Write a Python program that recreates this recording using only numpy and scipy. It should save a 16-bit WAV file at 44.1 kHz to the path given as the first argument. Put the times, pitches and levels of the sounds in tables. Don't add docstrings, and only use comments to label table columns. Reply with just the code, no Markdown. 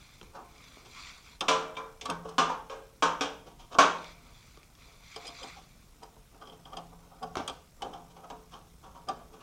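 import sys
import numpy as np
from scipy import signal
from scipy.fft import rfft, irfft
from scipy.io import wavfile
from scipy.ndimage import uniform_filter1d

SR = 44100
rng = np.random.default_rng(int(sys.argv[2]) if len(sys.argv) > 2 else 0)


def volts(x):
    e = np.asarray(x, float) / 20
    return 10 ** e


def generate_wav(signal):
    frames = np.transpose(np.atleast_2d(signal))
    scaled = np.clip(frames, -1, 1) * 32767
    pcm = np.round(scaled).astype(np.int16)
    wavfile.write(sys.argv[1], SR, pcm)


N = 415422

# frequency in Hz, level in dB per Hz.
THUD = [(110, -59.5), (180, -14), (518, -8), (710, -7.5), (932, -6.5), (1010, -4), (1100, -2), (1290, -5.5),
        (1570, -7), (1710, -15), (2200, -20), (2860, -48), (4840, -120)]
# frequency in Hz, level in dB per Hz.
THUD_HELD = [(110, -47), (180, -6), (254, -3.5), (429, -7.5), (633, -8.5), (772, -2), (972, -8),
             (1190, -2.5), (1430, -12.5), (1770, -20), (2200, -44), (2860, -78), (4840, -120)]
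# frequency in Hz, level in dB, t60 in seconds.
CASING_HELD = [(265.6, -4, 0.3), (436, -1.5, 0.64), (517.3, -5.5, 0.57), (545, 2, 0.14), (703, 0.5, 0.34),
               (782, 4, 0.14), (949, 0.5, 0.34), (1064, -9, 0.594), (1140, 6.5, 0.18), (1348, -4, 0.12),
               (1500, -11, 0.39), (2230, -19.5, 0.12), (2560, -28.5, 0.12)]
# frequency in Hz, level in dB, t60 in seconds.
WRENCH_MODES = [
    [(2790, -20, .03), (3120, -1, .045), (3250, 0, .045), (3490, -9, .035)],
    [(4950, 0, .05), (5150, -10, .03), (5700, -12, .03), (4540, -14, .03)],
    [(8260, 0, .045), (6420, -6, .035), (6850, -6, .03), (10300, -10, .025), (11900, -20, .03)],
]


def evened(x):
    return x / np.sqrt(np.mean(x ** 2) + 1e-20)


def peaked(x):
    return x / np.sqrt(np.mean(x[:500] ** 2))


def read(points, hz):
    f, value = np.transpose(points)
    return np.interp(np.log(hz + 1), np.log(f + 1), value)


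def add(mix, s, sound):
    part = mix[round(s * SR):][:len(sound)]
    part += sound[:len(part)]


def level(moves):
    s, db, swell, fade = np.transpose(moves)[:, :, None]
    t = np.arange(0, N + 200, 200) / SR
    span = np.where(t < s, swell, fade)
    arch = volts(db - 20 * ((t - s) / span) ** 2)
    return np.interp(np.arange(N) / SR, t, np.sqrt((arch ** 2).sum(0)))


def coloured(x, spectrum):
    gain = volts(read(spectrum, np.fft.rfftfreq(len(x), 1 / SR)))
    return evened(irfft(rfft(x) * gain, len(x)))


def noise(spectrum, patchy_db, flicker_db, size=N):
    hz = np.fft.rfftfreq(512, 1 / SR)
    a, b, patches = rng.standard_normal((size // 128 + 5, 257, 3)).T
    flicker = evened(uniform_filter1d(patches, size=120, axis=0))
    patches = uniform_filter1d(patches, size=5, axis=0)
    patches = evened(uniform_filter1d(patches, size=16, axis=1))
    gain_db = read(spectrum, hz)[:, None] + patchy_db * patches + flicker_db * flicker
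    z = (a + 1j * b) * volts(gain_db)
    return evened(signal.istft(z, nperseg=512, noverlap=384)[1][:size])


def dying(x, slower=1.):
    # frequency in Hz, t60 in seconds.
    shop_decay = [(150, 0.72), (500, 0.56), (1200, 0.44), (2500, 0.5), (5000, 0.42), (8000, 0.42),
                  (12000, 0.2)]
    hz, t, z = signal.stft(x, SR, nperseg=256)
    t60 = slower * read(shop_decay, hz)[:, None]
    return signal.istft(z * volts(-60 * t / t60), SR, nperseg=256)[1][:len(x)]


def in_shop(dry, t, wet_db):
    shop = dying(rng.standard_normal(len(t))) * (1 - np.exp(-t / 0.0011))
    wet = volts(wet_db) * signal.fftconvolve(dry, shop / np.linalg.norm(shop))[:len(t)]
    fade_out = np.cos(np.pi / 2 * t / t[-1]) ** .5
    return (dry + wet) * fade_out


def ring(modes, t, centre_hz=1000, favour_db=0., damp=1., longest=.5, held=0., beat=.7, scatter_db=.3):
    hz, db, t60 = np.transpose(modes)[:, :, None]
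    scatter, detune, phase, split = rng.standard_normal((4, len(modes), 1))
    db = db + favour_db * np.exp(-(np.log(hz / centre_hz) / 0.14) ** 2) + scatter_db * scatter
    db = db - 60 * np.maximum(t - held, 0) / np.minimum(t60 * damp, longest)
    pair = 1 + beat * np.cos(2 * np.pi * 0.0092 * hz * split * t)
    sines = np.sin(2 * np.pi * (hz * t * (1 + 0.0023 * detune) + phase))
    return peaked((volts(db) * pair * sines).sum(0))


def strike(row, contact_ms, casing, thud, length, damp, clear_db, crack_share, wet_db):
    # frequency in Hz, level in dB per Hz.
    plate_crack = [(1000, -35), (1700, -4.5), (1900, -16), (2050, -9.5), (2240, -4.5), (2650, -3.5),
                   (3250, 0), (3940, -6.5), (4250, -8.5), (5920, -5.5), (9670, -25.5), (14400, -38),
                   (15500, -45.5)]
    s, casing_db, crack_db, centre_hz, slower = row
    t = np.arange(round(SR * length)) / SR
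    walls, plates, lumps = rng.standard_normal((3, len(t)))

    lumps = evened(uniform_filter1d(lumps[:len(t) // 2 + 1], size=round(90 * length) + 1))
    plates = irfft(rfft(plates) * volts(2.0 * lumps), len(t))
    crack = peaked(dying(coloured(plates, plate_crack), crack_share * slower))

    clear = ring(casing, t, centre_hz, favour_db=10.0, damp=damp * slower, longest=1.5, beat=0.67)
    near_spot = [(hz, db - 4.44 * abs(np.log2(hz / centre_hz))) for hz, db in thud]
    body = volts(clear_db) * clear + peaked(dying(coloured(walls, near_spot), slower))

    bloom = 1 - 0.5 * np.exp(-t / 0.03)
    crack_onset = 1 - 0.11 * np.exp(-t / 0.00067)
    dry = volts(casing_db) * body * bloom + volts(crack_db) * crack * crack_onset
    lag = round(contact_ms * SR / 1000)
    swell = dry[lag:0:-1] * np.linspace(0, 1, lag) ** 2
    return s + .002 - lag / SR, in_shop(np.append(swell, dry)[:len(t)], t, wet_db)


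SHARP_MS, BUMP_MS = 0.46, 29


def blows():
    # start in seconds, casing level in dB, crack level in dB,
    # favoured casing region in Hz, ring length factor.
    wall_blows = [
        (2.105, -39, -51, 1040, 0.64),
        (3.784, -16, -24, 1130, 0.87),
        (7.373, -40, -45, 433, 0.45),
    ]
    rim_blows = [
        (2.38, -22.5, -28, 1124, 0.63),
        (2.696, -41, -50.5, 520, 0.79),
    ]
    flank_blows = [
        (1.482, -24, -25.5, 1000, 1.1),
        (1.768, -38.5, -49, 1010, 0.74),
    ]
    foot_blows = [
        (3.022, -22.5, -29.5, 1020, 0.76),
        (3.207, -28, -31.5, 685, 0.74),
    ]
    rebound = (2.5, -33.5, -49.5, 985, 0.79)
    # frequency in Hz, level in dB, t60 in seconds.
    wall_modes = [(285.5, 2, 0.25), (447, -6, 0.63), (520, -3.5, 0.45), (619.6, -3, 0.8), (697, 5, 0.3),
                  (759, -5, 0.36), (856, -2, 0.34), (934, 0.5, 0.78), (1081, 1, 0.48), (1132, -0.5, 0.44),
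                  (1375, 3.5, 0.52), (1538, 3, 0.56), (1800, -30.5, 0.43), (1880, -11.5, 0.55),
                  (2294, -2.5, 0.45), (2497, -24, 0.73), (2744, -16, 0.62), (2900, -28, .6),
                  (3190, -21.5, 0.36), (3440, -10, 0.21), (3634, -4, 0.071)]
    rim_modes = [(260, -1.5, 0.15), (447, -14, 0.94), (527, -10, 0.5), (770, -4, 0.28), (980, -8, 0.55),
                 (1080, -8.5, 0.55), (1202, -9.5, 0.58), (1350, -8, 0.2), (1490, -6.5, 0.28),
                 (2137, -17, .2), (2425, -7, 0.13), (2804, -21, .25), (3300, -14.5, .25), (3620, -22, .2)]
    lip_modes = [(447, -6, 1), (536, -7, 0.41), (619, -11, .5), (955, 1, 0.38), (1082, -2, 0.41),
                 (1210, -5, .33), (1600, -7, .39), (1653, -6.5, .35), (2137, -20, .4), (2400, -7, 0.28),
                 (2466, -12, .36), (3095, -3, 0.19), (3420, -9, .2), (4097, -22, .3)]
    flank_modes = [(284.7, -9, 0.43), (447, -6, 0.66), (533, -8, 0.74), (626, -7.5, 0.58), (718, -7, 0.42),
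                   (1012, -11, 0.53), (1170, -3.5, 0.36), (1386, -4.5, 0.46), (1540, -24, 0.18),
                   (2333, 2.5, 0.14), (2450, -8.5, .25), (2590, -19, .22), (3225, -5, 0.09),
                   (3660, -1, 0.1)]
    foot_modes = [(282, -3.5, 0.22), (447, -6.5, 0.71), (515, -6, 0.45), (770, -9.5, 0.34),
                  (921, -7.5, 0.61), (1080, -6, 0.3), (1234, -3, 0.3), (1530, -5, 0.23), (1670, -7, 0.3),
                  (2310, -6.5, 0.25), (2520, -21, 0.35), (2710, -24, 0.22), (2830, -9, 0.28),
                  (3300, -11.5, 0.29)]
    reseat_modes = [(290, -17, .25), (447, -16, 0.36), (513, -10, 0.53), (650, -16, .25), (775, -15, 0.32),
                    (860, -11, 0.43), (919, -5, .19), (980, -7, 0.23), (1100, -9, .25), (1130, -12, 0.33),
                    (1310, -22, .35), (1554, -17, .26), (2410, -16, 0.14), (3270, -24, .15)]
    out = np.zeros(N)
    for row, casing in zip(rim_blows, (rim_modes, lip_modes)):
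        add(out, *strike(row, SHARP_MS, casing, THUD, 0.54, damp=1.0, clear_db=4.5,
                         crack_share=0.87, wet_db=-8.5))
    add(out, *strike(rebound, BUMP_MS, reseat_modes, THUD, 0.26, damp=1.44, clear_db=8.5,
                     crack_share=0.6, wet_db=-9.0))
    for row in flank_blows:
        add(out, *strike(row, 3.2, flank_modes, THUD, 0.6, damp=0.92, clear_db=5.0,
                         crack_share=0.56, wet_db=-8.5))
    for row in foot_blows:
        add(out, *strike(row, SHARP_MS, foot_modes, THUD, 0.6, damp=0.91, clear_db=3.0,
                         crack_share=0.69, wet_db=-9.5))
    for row in wall_blows:
        add(out, *strike(row, SHARP_MS, wall_modes, THUD, 0.59, damp=0.71, clear_db=6.0,
                         crack_share=0.87, wet_db=-13.5))
    return out


def taps():
    # start in seconds, casing level in dB, crack level in dB, favoured region in Hz,
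    # ring length factor.
    tap_rows = [(1.408, -33, -37.5, 1130, 0.41), (2.011, -49, -44, 447, 0.69),
                (2.055, -39.5, -41, 1150, 0.32), (2.415, -32, -56, 1230, 0.15),
                (3.748, -33.5, -55, 1130, 0.2), (5.161, -43.5, -54, 780, 0.39),
                (5.287, -45, -60, 1160, 0.19), (5.438, -44.5, -63, 805, 0.22),
                (6.164, -53.5, -73, 439, 0.11), (6.472, -52.5, -61, 440, 0.42),
                (6.656, -50.5, -64, 921, 0.8), (6.769, -40.5, -48.5, 760, 0.24),
                (7.478, -40, -41, 1330, 0.35), (7.496, -39, -55, 750, 0.076),
                (7.819, -35.5, -44.5, 770, 0.4), (8.163, -51.5, -61.5, 754, 0.7),
                (8.299, -40.5, -51.5, 830, 0.39)]
    out = np.zeros(N)
    for row in tap_rows:
        add(out, *strike(row, SHARP_MS, CASING_HELD, THUD_HELD, 0.28, damp=2.16, clear_db=1.5,
                         crack_share=0.39, wet_db=-9.0))
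    return out


def bumps():
    # start in seconds, casing level in dB, crack level in dB, favoured region in Hz.
    free_bumps = [(.353, -41.5, -59, 1027), (2.287, -45, -56.5, 1130), (3.47, -49, -59.5, 500),
                  (3.599, -51.5, -57.5, 980), (3.723, -40.5, -54, 1050), (5.252, -48, -50.5, 784),
                  (5.568, -53, -59.5, 770), (7.855, -42, -69, 520), (7.937, -42, -57, 782),
                  (8.536, -48.5, -59.5, 1250), (8.84, -49.5, -61.5, 890), (8.862, -54.5, -72, 1150),
                  (8.957, -48, -65.5, 940)]
    pressed_bumps = [(.858, -52.5, -58, 365), (2.097, -31, -58, 605), (2.257, -40.5, -60, 445),
                     (6.031, -45.5, -59, 790), (6.346, -50, -70, 760), (6.422, -44, -64, 1230),
                     (6.531, -53, -66, 703), (6.736, -40, -60, 845), (6.784, -42, -68, 795),
                     (6.93, -52, -85, 770), (7.121, -53.5, -83, 770), (7.233, -33.5, -56.5, 785),
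                     (7.402, -36.5, -58, 650), (8.108, -66, -65, 759), (8.243, -45, -64, 810),
                     (8.521, -62, -61, 1170), (9.093, -31, -48.5, 775), (9.34, -51.5, -63, 413),
                     (9.409, -56, -61, 970)]
    out = np.zeros(N)
    for rows, ring_factor, contact_ms in (free_bumps, 0.49, BUMP_MS), (pressed_bumps, 0.18, 44):
        for row in rows:
            add(out, *strike((*row, ring_factor), contact_ms, CASING_HELD, THUD_HELD, 0.46, damp=1.97,
                             clear_db=-0.5, crack_share=0.88, wet_db=-7.5))
    return out


def ticks():
    # start in seconds, casing level in dB, crack level in dB, favoured region in Hz.
    tick_rows = [(.212, -46, -61, 420), (0.228, -51, -59, 423), (.579, -65, -62, 654),
                 (0.639, -61, -58, 775), (0.768, -47.5, -65, 552), (4.042, -53, -52.5, 1080),
                 (4.571, -50, -61.5, 470), (4.629, -64, -59.5, 1026), (4.75, -71, -62.5, 1130),
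                 (7.353, -35, -44.5, 1290), (7.356, -34, -57, 560), (7.368, -28.5, -43, 510)]
    ring_factor = 0.043
    out = np.zeros(N)
    for row in tick_rows:
        add(out, *strike((*row, ring_factor), SHARP_MS, CASING_HELD, THUD_HELD, 0.53, damp=0.3,
                         clear_db=-19.0, crack_share=0.8, wet_db=-5.5))
    return out


def clink(row, groups):
    grip_factors = [0.99, 0.92, 0.58]
    s, *group_db = row
    t = np.arange(SR // 6) / SR
    steel = sum(volts(db) * ring(modes, t, held=0.0039, damp=grip, beat=0.44, scatter_db=2.5)
                for db, modes, grip in zip(group_db, groups, grip_factors))
    rough = 1 + 0.42 * evened(uniform_filter1d(rng.standard_normal(len(t)), size=90))
    onset = 1 - np.exp(-t / .001)
    return s, in_shop(volts(-3.) * steel * onset * rough, t, wet_db=-18.)


def clinks():
    # start in seconds, level in dB of the low, middle and high mode groups.
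    gripped_clinks = [(5.1612, -41.5, -41.5, -50.5), (5.252, -60, -54, -65), (5.268, -60, -46, -51),
                      (5.2765, -44, -44, -51), (5.286, -60, -48, -62), (5.4285, -43, -45.5, -52),
                      (5.436, -57, -49.5, -59), (6.0317, -64, -54, -57), (6.412, -60, -66.5, -79),
                      (6.423, -61, -68, -79), (6.433, -64, -68, -79), (6.455, -60, -68, -79),
                      (6.471, -51, -63, -79), (6.484, -62, -68, -79), (6.497, -49, -66, -79),
                      (6.512, -62, -72, -79), (6.524, -53, -68, -79), (6.538, -62, -71, -79),
                      (6.548, -60, -71, -79), (6.692, -66, -72, -83), (6.703, -64, -70, -79),
                      (6.652, -51, -65, -84), (6.7295, -51, -65, -71), (6.768, -43, -48, -56),
                      (6.783, -51, -55, -75), (7.227, -43.5, -44, -50.5), (7.4769, -36.5, -54, -39.5),
                      (7.4952, -38, -49, -45), (7.8204, -43, -54.5, -51), (7.9349, -48, -58, -64),
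                      (8.303, -54, -68, -70), (8.5386, -46.5, -62, -78), (9.086, -40.5, -40.5, -47)]
    open_clinks = [(0.213, -62, -72, -77), (1.4071, -29.5, -36, -45), (1.752, -49, -70, -75),
                   (1.766, -43, -60, -70), (2.0107, -43, -48, -58), (2.0537, -47, -48, -47),
                   (2.0992, -33, -36, -39), (2.29, -60, -52, -54), (3.7286, -52, -54, -67),
                   (3.7436, -43, -50, -65)]
    # frequency in Hz, level in dB, t60 in seconds.
    open_modes = [
        [(2586, -5.5, .05), (2720, -2.5, .045), (3117, -0.5, .05), (3220, 0, .045), (3570, 2, .06)],
        [(4230, -3, .04), (5000, -2, .06), (5500, -1, .04), (6190, -10, 0.041), (6480, 0, .035)],
        [(8200, 0, .045), (10330, -10.5, .03), (11900, -23.5, .03)],
    ]
    out = np.zeros(N)
    for rows, groups in (open_clinks, open_modes), (gripped_clinks, WRENCH_MODES):
        for row in rows:
            add(out, *clink(row, groups))
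    return out


def wrench():
    contacts = blows() + taps() + bumps() + ticks() + clinks()
    return signal.sosfilt(signal.butter(2, 132, "high", fs=SR, output="sos"), contacts)


def pings():
    # start in seconds, level in dB, frequency in Hz, rise in ms, t60 in seconds.
    ping_rows = [(0.213, -42, 1500, .3, .008), (0.2137, -38, 3180, .3, .01), (.23, -42, 190, 1.5, .03),
                 (0.397, -46, 953, 6, .08), (2.054, -30, 1140, 6.9, 0.11), (2.058, -41, 726, 5, .07),
                 (2.252, -40, 447, 5.5, 0.46), (2.288, -42, 1150, 6, .1), (7.3575, -28, 600, .8, .025),
                 (3.209, -31, 5500, 2, .08), (5.163, -40.5, 452, 3.3, 0.12), (5.255, -45, 477, 5, .1),
                 (5.275, -49, 690, 10, .5), (5.415, -43, 520, 6.8, 0.19), (5.437, -46, 496, 3, 0.064),
                 (5.565, -41, 780, 4, 0.062), (5.586, -44, 763, 3, 0.067), (5.625, -54, 775, 6, .08),
                 (6.722, -40, 1157, 8, 0.07), (7.354, -32, 1300, .5, .02), (7.369, -27, 1250, 0.46, 0.018),
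                 (7.371, -25.5, 425, 0.73, 0.033), (7.396, -29, 298, 3, 0.06), (7.808, -43, 930, 6, .06),
                 (7.82, -33, 3024, 2.6, 0.047), (7.822, -31, 780, 3, .12), (7.845, -42, 3120, 3, .04),
                 (7.848, -40, 400, 4.4, .12), (9.084, -27, 1180, 5.5, 0.13), (9.092, -23, 775, 3.1, 0.076)]
    out, t = np.zeros(N), np.arange(SR // 4) / SR
    for s, db, hz, rise_ms, t60 in ping_rows:
        swell = np.minimum(t * 1000 / rise_ms, 1) * np.cos(np.pi / 2 * t / t[-1])
        add(out, s, swell * volts(db - 60 * t / t60) * np.sin(2 * np.pi * hz * t))
    return out


def rattle():
    # fullest moment in seconds, level in dB, swell in seconds, fade in seconds.
    chatter = [
        (6.5, -65, 0.06, 0.05),
        (6.72, -63, 0.064, 0.072),
    ]
    touches = volts(4.1 * np.minimum(rng.exponential(1, N), 3)) * (rng.random(N) < 250 / SR)
    t = np.arange(SR // 10) / SR
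    steel = ring(WRENCH_MODES[0], t, beat=0.23) + volts(-19.0) * ring(WRENCH_MODES[1], t, beat=.3)
    return volts(-2.0) * level(chatter) * evened(signal.oaconvolve(touches, steel)[:N])


def drag():
    # fullest moment in seconds, level in dB, swell in seconds.
    slides = [(.5, -50, 0.38), (1.1, -55, 1), (4.25, -47.5, 0.15), (4.9, -50.5, 0.21), (5.451, -37, 0.086),
              (6.05, -57, 0.19), (6.5, -46, 0.2), (7.15, -47, 0.26), (7.43, -39, 0.12), (7.87, -41.5, 0.11),
              (8.15, -46.5, 0.15), (8.42, -48.5, 0.1), (8.95, -55.5, 0.24), (9.2, -41, 0.12),
              (9.42, -41.5, 0.19)]
    slips = volts(2.7 * np.minimum(rng.exponential(1, N), 4)) * (rng.random(N) < 500 / SR)
    slips = slips * rng.choice([-1, 1], N)
    t = np.arange(SR // 5) / SR
    body = peaked(dying(coloured(rng.standard_normal(len(t)), THUD_HELD), 1.0))
    body = body + volts(-10.0) * ring(WRENCH_MODES[0], t)
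    body = body + volts(6.5) * ring(CASING_HELD, t, damp=0.46)
    moves = [(s, db, swell, 0.99 * swell) for s, db, swell in slides]
    return volts(-14.0) * level(moves) * evened(signal.oaconvolve(slips, body)[:N])


def sleeves():
    # fullest moment in seconds, level in dB, swell in seconds, fade in seconds (spans of 20 dB).
    arm_moves = [
        (0., -57.5, .1, 0.39),
        (.72, -56.5, 0.34, 0.28),
        (1.03, -46, 0.17, 0.22),
        (1.3, -54.5, 0.22, 0.1),
        (4.08, -53, 0.26, 0.11),
        (4.47, -59, 0.47, 0.22),
        (4.85, -58, 0.12, 0.21),
        (5.18, -52.5, .25, 0.47),
        (5.45, -48.5, 0.19, 0.2),
        (5.72, -66.5, 0.33, 0.35),
    ]
    # frequency in Hz, level in dB per Hz.
    cloth_colour = [(350, -34), (600, -26.5), (1100, -9.5), (1620, -11.5), (2100, -7), (2330, -4),
                    (2600, -12), (3140, -12.5), (3510, -8), (3880, -14), (4120, -1.5), (4400, -12),
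                    (7270, -17), (12000, -46), (15600, -74), (22000, -120)]
    crackle = volts(2.4 * np.minimum(rng.exponential(1, N), 4)) * (rng.random(N) < 1500 / SR)
    crackle = crackle * rng.choice([-1, 1], N)
    hiss = noise(cloth_colour, patchy_db=2.2, flicker_db=2.5)
    rub = hiss + 0.24 * coloured(crackle, cloth_colour)
    return volts(-1.5) * level(arm_moves) * rub


def thumps():
    # start in seconds, level in dB.
    thump_rows = [
        (.22, -56),
        (2.1, -56),
        (7.36, -47),
    ]
    thump_hz, peak_s = 84.8, 0.023
    out, t = np.zeros(N), np.arange(SR // 4) / SR
    push = np.e * t / peak_s * np.exp(-t / peak_s)
    for s, db in thump_rows:
        add(out, s, volts(db) * push * np.sin(2 * np.pi * thump_hz * t))
    return out


def bench():
    # start in seconds, level in dB, t60 in seconds.
    kick_rows = [(1.483, -41.5, 0.73), (1.758, -62.5, 0.79), (2.095, -41.5, 1.36), (2.377, -35.5, 0.41),
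                 (3.023, -37.5, 0.49), (3.21, -54.5, 0.72), (3.783, -42, 1.06), (5.5, -56, 1.16),
                 (6.5, -58.5, 2.5), (6.75, -51.5, 1.7), (7.22, -49, 0.99), (7.36, -64, 0.35),
                 (7.829, -57.5, 7.7), (8.9, -66.5, 3.5)]
    bench_hz = 169
    t = np.arange(N) / SR
    kicks = sum(volts(db - 60 * abs(t - s) / t60) * np.clip((t - s) / 0.033, 0, 1) for s, db, t60 in kick_rows)
    waver = evened(uniform_filter1d(rng.standard_normal(N), size=3000))
    return kicks * np.sin(2 * np.pi * np.cumsum(bench_hz + 1.0 * waver) / SR)


def hum():
    # frequency in Hz, level in dB per Hz.
    hum_colour = [(12, -44.5), (20, 0.5), (53, 0.5), (93, -10), (129, -7), (166, -10.5), (363, -21.5),
                  (1460, -26), (1680, -32), (2220, -27.5), (3100, -31.5), (3560, -29.5), (4710, -32),
                  (5260, -28), (15600, -37)]
    air = noise([(20, 0.024), (20000, 0.00048)], patchy_db=-1.46, flicker_db=2.0)
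    return volts(-57.5) * coloured(air, hum_colour)


def scene():
    echo_ms, echo_gain = .845, .38
    cloth = sleeves()
    cloth = cloth + echo_gain * np.roll(cloth, round(echo_ms * SR / 1000))
    return (wrench() + pings() + rattle() + drag() + cloth + thumps() + bench() + hum())[None]


def low_pass(x):
    return signal.sosfilt(signal.butter(12, 16380, fs=SR, output="sos"), x)


def record(dry):
    edged = signal.oaconvolve(dry, signal.firwin(255, 16000, fs=SR)[None], "same")
    return low_pass(edged)


dry = scene()
out = record(dry)
generate_wav(out)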